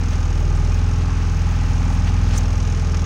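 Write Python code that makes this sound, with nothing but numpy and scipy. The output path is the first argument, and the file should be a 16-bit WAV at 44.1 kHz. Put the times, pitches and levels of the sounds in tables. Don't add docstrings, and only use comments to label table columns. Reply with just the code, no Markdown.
import sys
import numpy as np
from scipy import signal
from scipy.fft import rfft, irfft
from scipy.io import wavfile
from scipy.ndimage import uniform_filter1d

SR = 44100
rng = np.random.default_rng(int(sys.argv[2]) if len(sys.argv) > 2 else 0)


def log_audio(samples):
    frames = np.atleast_2d(samples).T
    limited = np.clip(frames, -1, 1)
    pcm = np.round(limited * 32767).astype(np.int16)
    wavfile.write(sys.argv[1], SR, pcm)


N = 134505

# (time [s], speed [rpm])
ENGINE_SPEED = [(0.0, 2501.0), (0.2, 2444.5), (0.4, 2427.0), (0.6, 2461.5), (0.8, 2505.0), (1.1, 2493.0),
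                (1.4, 2478.0), (1.7, 2494.0), (2.0, 2477.5), (2.2, 2503.5), (2.4, 2451.5), (2.6, 2484.5),
                (2.8, 2444.5), (3.05, 2424.5)]
START_CYCLE = .147

HUM_HZ, HUM_DB = 58.6, -39

# (frequency [Hz], density [dB per Hz])
ROAR_COLOUR = [(25, -23), (60, -1), (110, 4), (200, -7.5), (330, -9.5), (500, -10.5), (740, -13.5),
               (900, -14), (1050, -11.5), (1250, -12), (1420, -14), (1620, -16.5), (1800, -16), (2050, -18),
               (2500, -16), (3400, -24), (4400, -24.5), (6400, -23), (7200, -31.5), (10000, -40),
               (12500, -55), (13800, -49), (15200, -47), (16000, -41)]
# (time [s], level [dB])
LOW_MID_LEVEL = [(0.0, -44.5), (0.4, -37), (0.59, -40), (0.95, -43.5), (1.21, -45.5), (3.05, -38)]
LOW_MID_REF_DB = -41
ROAR_DB, SWELL_DB = -33, .4
FLICKER_DB, TOP_FLICKER_DB = .5, 2.5
THROB_DB, THROB_PLACE, THROB_FROM_HZ = 2.5, .41, 7500

# (peak time [s], rise [s], fall [s], gain [dB])
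RUSTLE_BURSTS = [(.13, 0.023, 0.028, -36.5), (.4, .01, .01, -61), (.78, 0.018, 0.017, -37.5),
                 (1.02, 0.024, 0.013, -37.5), (1.935, .02, 0.018, -46), (2.075, 0.017, 0.027, -35.5),
                 (2.345, 0.085, 0.075, -36.5), (2.85, .01, .02, -60)]
# (frequency [Hz], density [dB per Hz])
RUSTLE_SPECTRUM = [(300, -9), (700, 5), (2500, 0), (5000, -5), (9000, -18), (12500, -33), (16000, -27)]
RUSTLE_GRAIN_DB = 2.

# (peak time [s], rise [s], start pitch [Hz], pitch at peak [Hz],
#             noise width [share of pitch], gain [dB])
LINE_ZIPS = [(.564, .012, 6800, 8200, .2, -45), (1.94, .02, 8000, 9500, .4, -52),
             (2.082, .025, 2000, 2200, 1.1, -39.5), (2.27, .05, 5200, 5200, .7, -45),
             (2.372, .06, 3200, 6800, 1.1, -37), (2.575, .012, 14500, 14500, .25, -59),
             (1.495, .015, 15000, 15000, .15, -62)]
ZIP_FALL_S = .0088
# (frequency [Hz], density [dB per Hz])
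SNAP_SPECTRUM = [(3500, -33), (5200, -10), (6200, 6), (7300, -4.5), (8600, -11.5), (10500, -24),
                 (13000, -22), (15300, -17), (16000, -13)]
SNAP_S, SNAP_RISE_S, SNAP_FALL_S, SNAP_DB = 2.3815, .0037, .005, -23

# (place in the cycle [0-1], level [dB])
VALVE_PLACES = [(.35, 2.5), (.85, 3.5)]
# (frequency [Hz], density [dB per Hz])
VALVE_SPECTRUM = [(2000, -5), (3200, -6), (4400, -11.5), (5300, -0.5), (6200, -2), (6550, 2.5), (6900, -7),
                  (7400, -14.5), (9500, -20), (12000, -32.5), (16000, -36)]
# (time [s], level [dB])
VALVE_DRIFT = [(0, -1), (.7, -1.5), (1.4, -2.5), (2.2, -2), (2.5, 1.5), (3.05, 2.5)]
VALVE_DB = -45.3
VALVE_RISE_S, VALVE_DECAY_S = .0008, .0065
VALVE_SCATTER_DB, VALVE_JITTER_S = 1.3, .0005

# (place in the cycle [0-1], level [dB])
KNOCK_PLACES = [(.45, -0.5), (.97, 3.5), (.15, -20), (0.7, 5), (.83, -3)]
# (frequency [Hz], level [dB], 60 dB decay time [s])
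BLOCK_MODES = [(500, -6, .08), (600, -7, .08), (920, -6, .06), (1090, -6, .08), (1222, 0, .09),
               (1325, -1, .07), (1535, -2, .08), (1655, -7, .08), (2400, -3, .015)]
KNOCK_DB, KNOCK_SCATTER_DB, KNOCK_JITTER_S = -43, 1.5, .00006

# (place in the cycle [0-1], level [dB])
POP_PLACES = [(.53, 0), (.0175, -8), (.7, -14)]
# (time [s], level [dB])
POP_DRIFT = [(0, -0.5), (.5, 0.5), (1.3, -1), (1.7, 3), (2.3, 0.5), (2.7, -0.5), (3.05, 0)]
POP_HZ, POP_WIDTH_S = 820, .0043
POP_DB = -44.5
POP_SCATTER_DB, POP_JITTER_S = 1.8, .00008

# (order of the two-turn cycle [number], level [dB])
EXHAUST_ORDERS = [(1, -54), (2, -0.5), (3, -15.5), (4, -0.5), (5, -11), (6, -15.5), (7, -13.5), (8, -14),
                  (9, -18.5), (10, -34.5), (11, -22), (12, -20.5), (13, -23.5), (14, -32.5), (15, -32.5),
                  (16, -35), (17, -31.5), (18, -34.5), (19, -38.5), (20, -30.5), (21, -38.5), (22, -32),
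                  (23, -39.5), (24, -37)]
EXHAUST_DB = -19.5
WAVER, WAVER_GROWTH = .12, .032
WAVER_PER_S = 4.5
LAG_RAD, SPREAD_RAD, ODD_LAG_RAD = .95, .21, .45

TOP_HZ = 15800


def undb(db):
    return 10 ** (np.asarray(db) / 20)


def level(x, db):
    return x * undb(db) / np.sqrt(np.mean(x ** 2))


def curve(table, at):
    return np.interp(at, *np.array(table, float).T)


def walk(rate):
    k = int(SR / rate)
    steps = np.repeat(rng.standard_normal(N // k + 1), k)
    return 1.5 * uniform_filter1d(uniform_filter1d(steps, k), k)[:N]


def colour_db(table, hz):
    rows = np.array(table, float)
    return np.interp(np.log(hz), np.log(rows[:, 0]), rows[:, 1], left=-90)


def bin_hz():
    return np.arange(N // 2 + 1) * SR / N + 1


def coloured(table):
    white = rfft(rng.standard_normal(N))
    return level(irfft(white * undb(colour_db(table, bin_hz())), N), 0)


def burst(t, at, rise, fall):
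    return np.exp(np.where(t < at, (t - at) / rise, (at - t) / fall))


def strikes(cycle, pattern, scatter_db, jitter_s):
    out = np.zeros(N)
    turns = np.arange(80)
    for place, db in pattern:
        chance = rng.standard_normal((80, 2))
        at = np.interp(turns + place, cycle, np.arange(N), right=-SR)
        at = at + jitter_s * SR * chance[:, 0]
        ok = (at > 0) & (at < N - 1)
        out[at[ok].astype(int)] += undb(db + scatter_db * chance[ok, 1])
    return out


def second_machine():
    hz = HUM_HZ * (1 + .004 * walk(2.))
    return level(np.sin(2 * np.pi * np.cumsum(hz) / SR), HUM_DB)


def roar(cycle, t):
    octaves_up = np.log2(bin_hz())
    spectrum = rfft(coloured(ROAR_COLOUR))
    swell = SWELL_DB * walk(2.05)
    throb = THROB_DB * np.cos(2 * np.pi * (cycle - THROB_PLACE))
    low_mid = curve(LOW_MID_LEVEL, t) - LOW_MID_REF_DB
    out = 0
    for octave in range(5, 15):
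        crossfade = np.cos(np.pi / 2 * np.clip(octaves_up - octave, -1, 1)) ** 2
        band = irfft(spectrum * crossfade, N)
        flicker = TOP_FLICKER_DB * walk(39.72) if octave == 14 else FLICKER_DB * walk(14.)
        gain_db = swell + flicker
        if 2 ** octave > THROB_FROM_HZ:
            gain_db = gain_db + throb
        if octave in (8, 9):
            gain_db = gain_db + low_mid
        out = out + band * undb(gain_db)
    return level(out, ROAR_DB)


def raincoat(t):
    gate = sum(undb(db) * burst(t, at, rise, fall) for at, rise, fall, db in RUSTLE_BURSTS)
    grain = undb(RUSTLE_GRAIN_DB * walk(120.))
    return gate * grain * coloured(RUSTLE_SPECTRUM)


def fishing_line(t):
    out = undb(SNAP_DB) * burst(t, SNAP_S, SNAP_RISE_S, SNAP_FALL_S) * coloured(SNAP_SPECTRUM)
    for at, rise, hz0, hz1, width, db in LINE_ZIPS:
        hz = hz0 * (hz1 / hz0) ** np.clip(1 + (t - at) / rise, 0, 1.2)
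        k = int(SR / hz1 / width) + 1
        fuzz = uniform_filter1d(rng.standard_normal((2, N)), k, axis=1)
        fuzz = uniform_filter1d(fuzz, k, axis=1) * np.sqrt(k)
        carrier = np.exp(2j * np.pi * np.cumsum(hz) / SR)
        tone = ((fuzz[0] + 1j * fuzz[1]) * carrier).real
        envelope = np.exp(-((t - at) / np.where(t < at, rise, ZIP_FALL_S)) ** 2)
        out = out + undb(db) * tone * envelope
    return out


def valves(cycle, t):
    age = np.arange(SR // 10) / SR
    puff = (1 - np.exp(-age / VALVE_RISE_S)) * np.exp(-age / VALVE_DECAY_S)
    hits = strikes(cycle, VALVE_PLACES, VALVE_SCATTER_DB, VALVE_JITTER_S)
    gate = signal.fftconvolve(hits, puff)[:N]
    return level(gate * coloured(VALVE_SPECTRUM), VALVE_DB) * undb(curve(VALVE_DRIFT, t))


def block(cycle):
    age = np.arange(SR // 8) / SR
    ring = sum(undb(db) * np.sin(2 * np.pi * hz * age) * 1000 ** (-age / t60)
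               for hz, db, t60 in BLOCK_MODES)
    hits = strikes(cycle, KNOCK_PLACES, KNOCK_SCATTER_DB, KNOCK_JITTER_S)
    return level(signal.fftconvolve(hits, ring)[:N], KNOCK_DB)


def muffler_pops(cycle, t):
    age = np.arange(-600, 601) / SR
    pop = np.cos(2 * np.pi * POP_HZ * age) * np.exp(-(age / POP_WIDTH_S) ** 2)
    hits = strikes(cycle, POP_PLACES, POP_SCATTER_DB, POP_JITTER_S)
    return level(signal.fftconvolve(hits, pop, "same"), POP_DB) * undb(curve(POP_DRIFT, t))


def exhaust(cycle):
    out = 0
    for order, db in EXHAUST_ORDERS:
        m = order - 2
        share = WAVER - WAVER_GROWTH * min(db, 0)
        wobble = 1 + share * (walk(WAVER_PER_S) + 1j * walk(WAVER_PER_S)) / 2
        lag = LAG_RAD * m + SPREAD_RAD * m * m + ODD_LAG_RAD * (m % 2)
        tone = wobble * np.exp(1j * (2 * np.pi * order * cycle - lag))
        out = out + level(tone.real, EXHAUST_DB + db)
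    return out


def scene():
    t = np.arange(N) / SR
    cycle = START_CYCLE + np.cumsum(curve(ENGINE_SPEED, t)) / 120 / SR
    background = second_machine() + roar(cycle, t)
    handling = raincoat(t) + fishing_line(t)
    engine = valves(cycle, t) + block(cycle) + muffler_pops(cycle, t) + exhaust(cycle)
    return (background + handling + engine)[None]


def record(dry):
    return signal.sosfilt(signal.ellip(14, .2, 80, TOP_HZ, fs=SR, output="sos"), dry)


dry = scene()
out = record(dry)
log_audio(out)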